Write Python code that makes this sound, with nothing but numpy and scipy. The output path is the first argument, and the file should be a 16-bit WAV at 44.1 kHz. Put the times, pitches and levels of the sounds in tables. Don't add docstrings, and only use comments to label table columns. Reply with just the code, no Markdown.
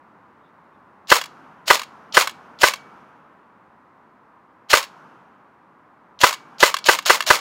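import sys
import numpy as np
from scipy import signal
from scipy.fft import rfft, irfft, next_fast_len
from scipy.io import wavfile

SR = 44100
rng = np.random.default_rng(int(sys.argv[2]) if len(sys.argv) > 2 else 0)


def dump(signal):
    limited = np.clip(np.atleast_2d(signal).T, -1, 1)
    pcm = np.round(limited * 32767).astype(np.int16)
    wavfile.write(sys.argv[1], SR, pcm)


N = 326366
TIME = np.arange(N) / SR

# slam_s, full_load_s (from full motor load to the slam), trigger_db, spring_ring_db
SHOTS = [(1.1174, 0.016, -41.5, -65), (1.7035, 0.025, -47, -58), (2.1700, .022, -29, -40),
         (2.634, 0.017, -37.5, -34.5), (4.7326, 0.028, -49.5, -60), (6.2360, .021, -36.5, -39),
         (6.6287, 0.023, -36.5, -33), (6.8874, .025, -24, -44), (7.0986, 0.039, -23.5, -46),
         (7.3042, 0.037, -42, -51)]
SLAMS = np.array(SHOTS)[:, 0]
TRIGGER_LEAD_S = .046


def from_db(db):
    return 10 ** (np.asarray(db) / 20)


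def rms_one(x):
    return x / np.sqrt(np.mean(x ** 2) + 1e-20)


def coloured(x, spectrum):
    size = next_fast_len(N)
    hz, db = np.transpose(spectrum)
    bins = np.maximum(np.fft.rfftfreq(size, 1 / SR), 1)
    gain = from_db(np.interp(np.log(bins), np.log(hz), db))
    gain = gain * np.minimum(bins / hz[0], 1) ** 2
    return rms_one(irfft(rfft(x, size) * gain, size)[:N])


def butter(x, hz, kind, order=2):
    sos = signal.butter(order, np.clip(hz, 10, .45 * SR), kind, fs=SR, output="sos")
    return signal.sosfilt(sos, x + 1e-18)


def clicks(times, sizes):
    samples = np.round(np.asarray(times) * SR).astype(int)
    return np.bincount(samples, sizes, N)[:N]


def ring(x, hz, t60):
    r = from_db(-60 / (t60 * SR))
    w = 2 * np.pi * hz / SR
    return signal.lfilter([0, np.sin(w)], [1, -2 * r * np.cos(w), r * r], x + 1e-18)


def struck(modes, times, vary_db):
    spread = rng.standard_normal((len(times), len(modes)))
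    total = 0
    for k, (hz, db, t60) in enumerate(modes):
        total = total + ring(clicks(times, from_db(db + vary_db * spread[:, k])), hz, t60)
    return total


def bursts(times, levels_db, t60):
    return signal.lfilter([1], [1, -from_db(-60 / (t60 * SR))], clicks(times, from_db(levels_db)) + 1e-18)


def delayed(x, seconds):
    return np.interp(TIME - seconds, TIME, x, left=0)


def through_gearbox(x):
    # pitch_hz, width_hz, gain_db
    shell_modes = [(3030, 160, -7.5), (4356, 580, -4), (5300, 130, 0), (6850, 490, -0.5)]
    resonances = 0
    for hz, width, db in shell_modes:
        resonances = resonances + from_db(db) * signal.lfilter(*signal.iirpeak(hz, hz / width, SR), x)
    return x + resonances


def background():
    # time_s, level_db
    drift = [(0, -52.5), (1.0, -52.5), (2.5, -50), (3.5, -53.5), (4.5, -54), (5.8, -54), (7.4, -52)]
    # pitch_hz, gain_db
    murmur_spectrum = [(40, -25.5), (80, -11.5), (130, -7.5), (200, -2), (320, -4), (450, -7.5),
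                       (700, -6.5), (1000, 0), (1300, -4.5), (2000, -15.5), (3200, -30), (5000, -38),
                       (8000, -44.5), (15500, -49.5)]
    level = from_db(np.interp(TIME, *np.transpose(drift)))
    return level * coloured(rng.standard_normal(N), murmur_spectrum)


def bird(low_hz=3450, high_hz=3800):
    # centre_s, half_length_s, level_db
    chirps = [(.46, .04, -73), (0.747, .02, -77)]
    level = sum(from_db(db) * np.exp(-((TIME - s) / length) ** 2) for s, length, db in chirps)
    return level * rms_one(butter(rng.standard_normal(N), [low_hz, high_hz], "band"))


def trigger_ticks(t60=.028, low_hz=2800, high_hz=5500):
    _, _, db, _ = np.transpose(SHOTS)
    envelope = butter(bursts(SLAMS - TRIGGER_LEAD_S, db, t60), 400, "low")
    return envelope * rms_one(butter(rng.standard_normal(N), [low_hz, high_hz], "band", order=3))


def gears(mesh_top_hz=1550, slowing_per_s=10.0, start_db=-42.5, release_db=-6.5, coast_s=.049,
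          stop_t60=0.12, body_t60=.17, wind_up_db=-17, coasting_db=-16, grind_db=-2.0, whine_db=-11.0,
          octave_db=-4.0, rattle_db=2.0, rattle_hz=180, rebound_db=1.0):
    # pitch_hz, gain_db
    load_spectrum = [(200, -30.5), (360, -25.5), (520, -7.5), (650, 1.5), (780, -7.5), (1150, -3),
                     (2100, -4.5), (3000, -1), (4400, -3.5), (7000, -7.5), (8500, -14.5), (11000, -16),
                     (15500, -17)]
    # pitch_hz, gain_db
    free_spectrum = [(220, -26), (350, -17), (560, -1), (730, -10.5), (950, 2), (1200, 0), (1600, -5),
                     (2100, -2.5), (4300, -7.5), (7000, -11), (8500, -14), (11000, -17.5), (15500, -17)]
    mesh_hz, winding, scraping, rumbling = np.zeros((4, N))
    for slam, pull_s, _, _ in SHOTS:
        trigger, loaded = slam - TRIGGER_LEAD_S, slam - pull_s
        span = (TIME >= trigger) & (TIME < slam + .2)
        t = TIME[span]
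        after = np.maximum(t - slam, 0)
        spin_up = 1 - np.exp(-(t - trigger) / 0.0083)
        speed = spin_up * np.exp(-slowing_per_s * np.maximum(after - .01, 0))
        mesh_hz[span] = mesh_top_hz * speed * (1 + .025 * rng.standard_normal())
        load_db = np.interp(t, [trigger, loaded, slam - .013, slam - .007], [start_db, 0, 0, release_db])
        winding[span] += from_db(wind_up_db + load_db) * (t < slam)
        rebound = rebound_db * np.exp(-((after - .019) / 0.0082) ** 2)
        running = from_db(coasting_db + rebound) * (t >= slam)
        stopping = np.maximum(after - coast_s, 0)
        scraping[span] += running * from_db(-60 * stopping / stop_t60)
        rumbling[span] += running * from_db(-60 * stopping / body_t60)
    turns = np.cumsum(mesh_hz) / SR
    sizes = np.exp(.4 * rng.standard_normal(N))
    contacts = through_gearbox(rng.standard_normal(N) * sizes)
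    flutter = rms_one(butter(rng.standard_normal(N), rattle_hz, "low"))
    rattle = rms_one(from_db(rattle_db * flutter))
    free = coloured(contacts, free_spectrum)
    body = butter(free, 2200, "low", order=1)
    grinding = winding * coloured(contacts, load_spectrum) + rumbling * body + scraping * (free - body)
    whine = scraping * np.sin(2 * np.pi * turns)
    whine = whine + from_db(octave_db) * (scraping + winding) * np.sin(4 * np.pi * turns)
    return rattle * (from_db(grind_db) * grinding + from_db(whine_db) * whine)


def blows(piston_db=0.0, muzzle_db=0.0, crack_db=-12.0, pop_crack_db=-9.0, crack_t60=0.039, rush_db=-13.0,
          rush_s=0.0047, muzzle_delay_s=.0053, ground=0.41, ground_delay_s=.00214, low_cut_hz=300):
    # pitch_hz, level_db, t60_s
    piston_modes = [(633, -16.5, 0.047), (1006, -10.5, 0.058), (1680, 1.5, .03), (2011, -4.5, 0.044),
                    (2570, -6.5, .035), (2990, -15, 0.049), (4190, -16.5, 0.037)]
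    # pitch_hz, level_db, t60_s
    muzzle_modes = [(383, -23, 0.065), (495, -14.5, 0.039), (626, -8, 0.044), (890, -4, 0.0094),
                    (1183, 6.5, .026), (1535.4, 1.5, .026), (1983, -5, 0.027), (2700, -14, 0.014)]
    # pitch_hz, gain_db
    crack_spectrum = [(250, -22.5), (600, -0.5), (1200, 2.5), (3200, -5), (5500, -8.5), (8000, -17.5),
                      (15500, -21)]
    each = np.ones(len(SLAMS))
    pops = SLAMS + muzzle_delay_s + rng.normal(0, .00005, len(SLAMS))
    piston = from_db(piston_db) * struck(piston_modes, SLAMS, vary_db=2.16)
    muzzle = from_db(muzzle_db) * struck(muzzle_modes, pops, vary_db=1.46)
    cracks = bursts(SLAMS, crack_db * each, crack_t60) + bursts(pops, pop_crack_db * each, crack_t60)
    crack = butter(cracks, 420, "low") * coloured(rng.standard_normal(N), crack_spectrum)
    backwards = clicks(SLAMS, each)[::-1] + 1e-18
    swell = signal.lfilter([1], [1, -np.exp(-1 / (rush_s * SR))], backwards)[::-1]
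    rush = from_db(rush_db) * swell * rms_one(butter(rng.standard_normal(N), [700, 2200], "band", order=1))
    direct = butter(piston + muzzle + rush, low_cut_hz, "high")
    return direct + ground * delayed(direct, ground_delay_s) + crack


def spring(hz=2272, t60=.55):
    *_, ring_db = np.transpose(SHOTS)
    return ring(clicks(SLAMS, from_db(ring_db)), hz, t60)


def bounces(count=3, shrink=.75):
    # catch_s, relative_level_db, first_bounce_s (after the catch), loss_per_bounce_db
    catches = [(1.2132, -13, 0.025, 7.5), (1.7938, -14, 0.022, 5), (2.2726, -10, 0.021, 12.5),
               (2.736, -13, 0.021, 18), (4.8272, -17, 0.011, 8), (6.3269, -14, 0.0094, 6.5),
               (6.7412, -6.5, .0255, 7), (6.987, -10.5, 0.037, 21), (7.205, -7.5, .018, 10.5),
               (7.3897, -24, 0.018, 10)]
    s, db, gap, loss_db = np.array(catches).T[:, :, None]
    k = np.arange(count)
    elapsed = np.cumsum(shrink ** k) - shrink ** k
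    return (s + gap * elapsed).ravel(), (db - loss_db * k).ravel()


def clacks(level_db=-8.0, t60=.03, rebound=0.6, rebound_s=0.0018, split_hz=2500, rise_hz=350,
           neutral_db=-18.0, thinning=0.18):
    # pitch_hz, gain_db
    casing_spectrum = [(300, -30), (600, -10), (1100, 4), (1700, -3.5), (2300, -2.5), (3200, -3),
                       (5000, -8), (7000, -11), (9000, -14.5), (15500, -17.5)]
    times, db = bounces()
    bright_db = thinning * (neutral_db - db)
    rattle = coloured(through_gearbox(rng.standard_normal(N)), casing_spectrum)
    dull_level = butter(bursts(times, db - bright_db, t60), rise_hz, "low")
    sharp_level = butter(bursts(times, db + bright_db, t60), rise_hz, "low")
    dull = butter(rattle, split_hz, "low") * dull_level
    sharp = butter(rattle, split_hz, "high") * sharp_level
    knocks = butter(dull - sharp, 450, "high")
    return from_db(level_db) * (knocks + rebound * delayed(knocks, rebound_s))


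def pallets(x, db=-23.5, t60=0.25, low_hz=1500, high_hz=7000):
    t = TIME[:SR // 2]
    scatter = butter(rng.standard_normal(len(t)), [low_hz, high_hz], "band", order=1)
    echo = scatter * from_db(-60 * t / t60) * (t > .012)
    return from_db(db) * signal.fftconvolve(x, echo / np.linalg.norm(echo))[:N]


def trees(db=-27.5, build_s=0.22):
    # pitch_hz, gain_db, t60_s
    wash_bands = [(200, 0.5, 2), (323, -2, 1.8), (600, -5, 1.9), (1060, 2.5, 1.9), (2180, -16, 2),
                  (4600, -21, 1.2), (9000, -35, 1.4)]
    t = TIME[:2 * SR]
    shots = clicks(SLAMS, np.ones(len(SLAMS)))
    wash = 0
    for hz, band_db, t60 in wash_bands:
        echo = from_db(band_db - 60 * t / t60) * (1 - np.exp(-(t / build_s) ** 2))
        power = np.maximum(signal.fftconvolve(shots, echo ** 2)[:N], 0)
        octave = [hz / np.sqrt(2), hz * np.sqrt(2)]
        wash = wash + np.sqrt(power) * butter(rng.standard_normal(N), octave, "band", order=3)
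    return from_db(db) * wash


def scene():
    surroundings = background() + bird()
    gun = trigger_ticks() + gears() + blows() + spring() + clacks()
    return (surroundings + gun + pallets(gun) + trees())[None]


def record(dry, cutoff_hz=15900):
    low_pass = signal.firwin(255, cutoff_hz, fs=SR)
    return signal.fftconvolve(np.clip(dry, -1, 1), low_pass[None], "same", axes=1)


dry = scene()
out = record(dry)
dump(out)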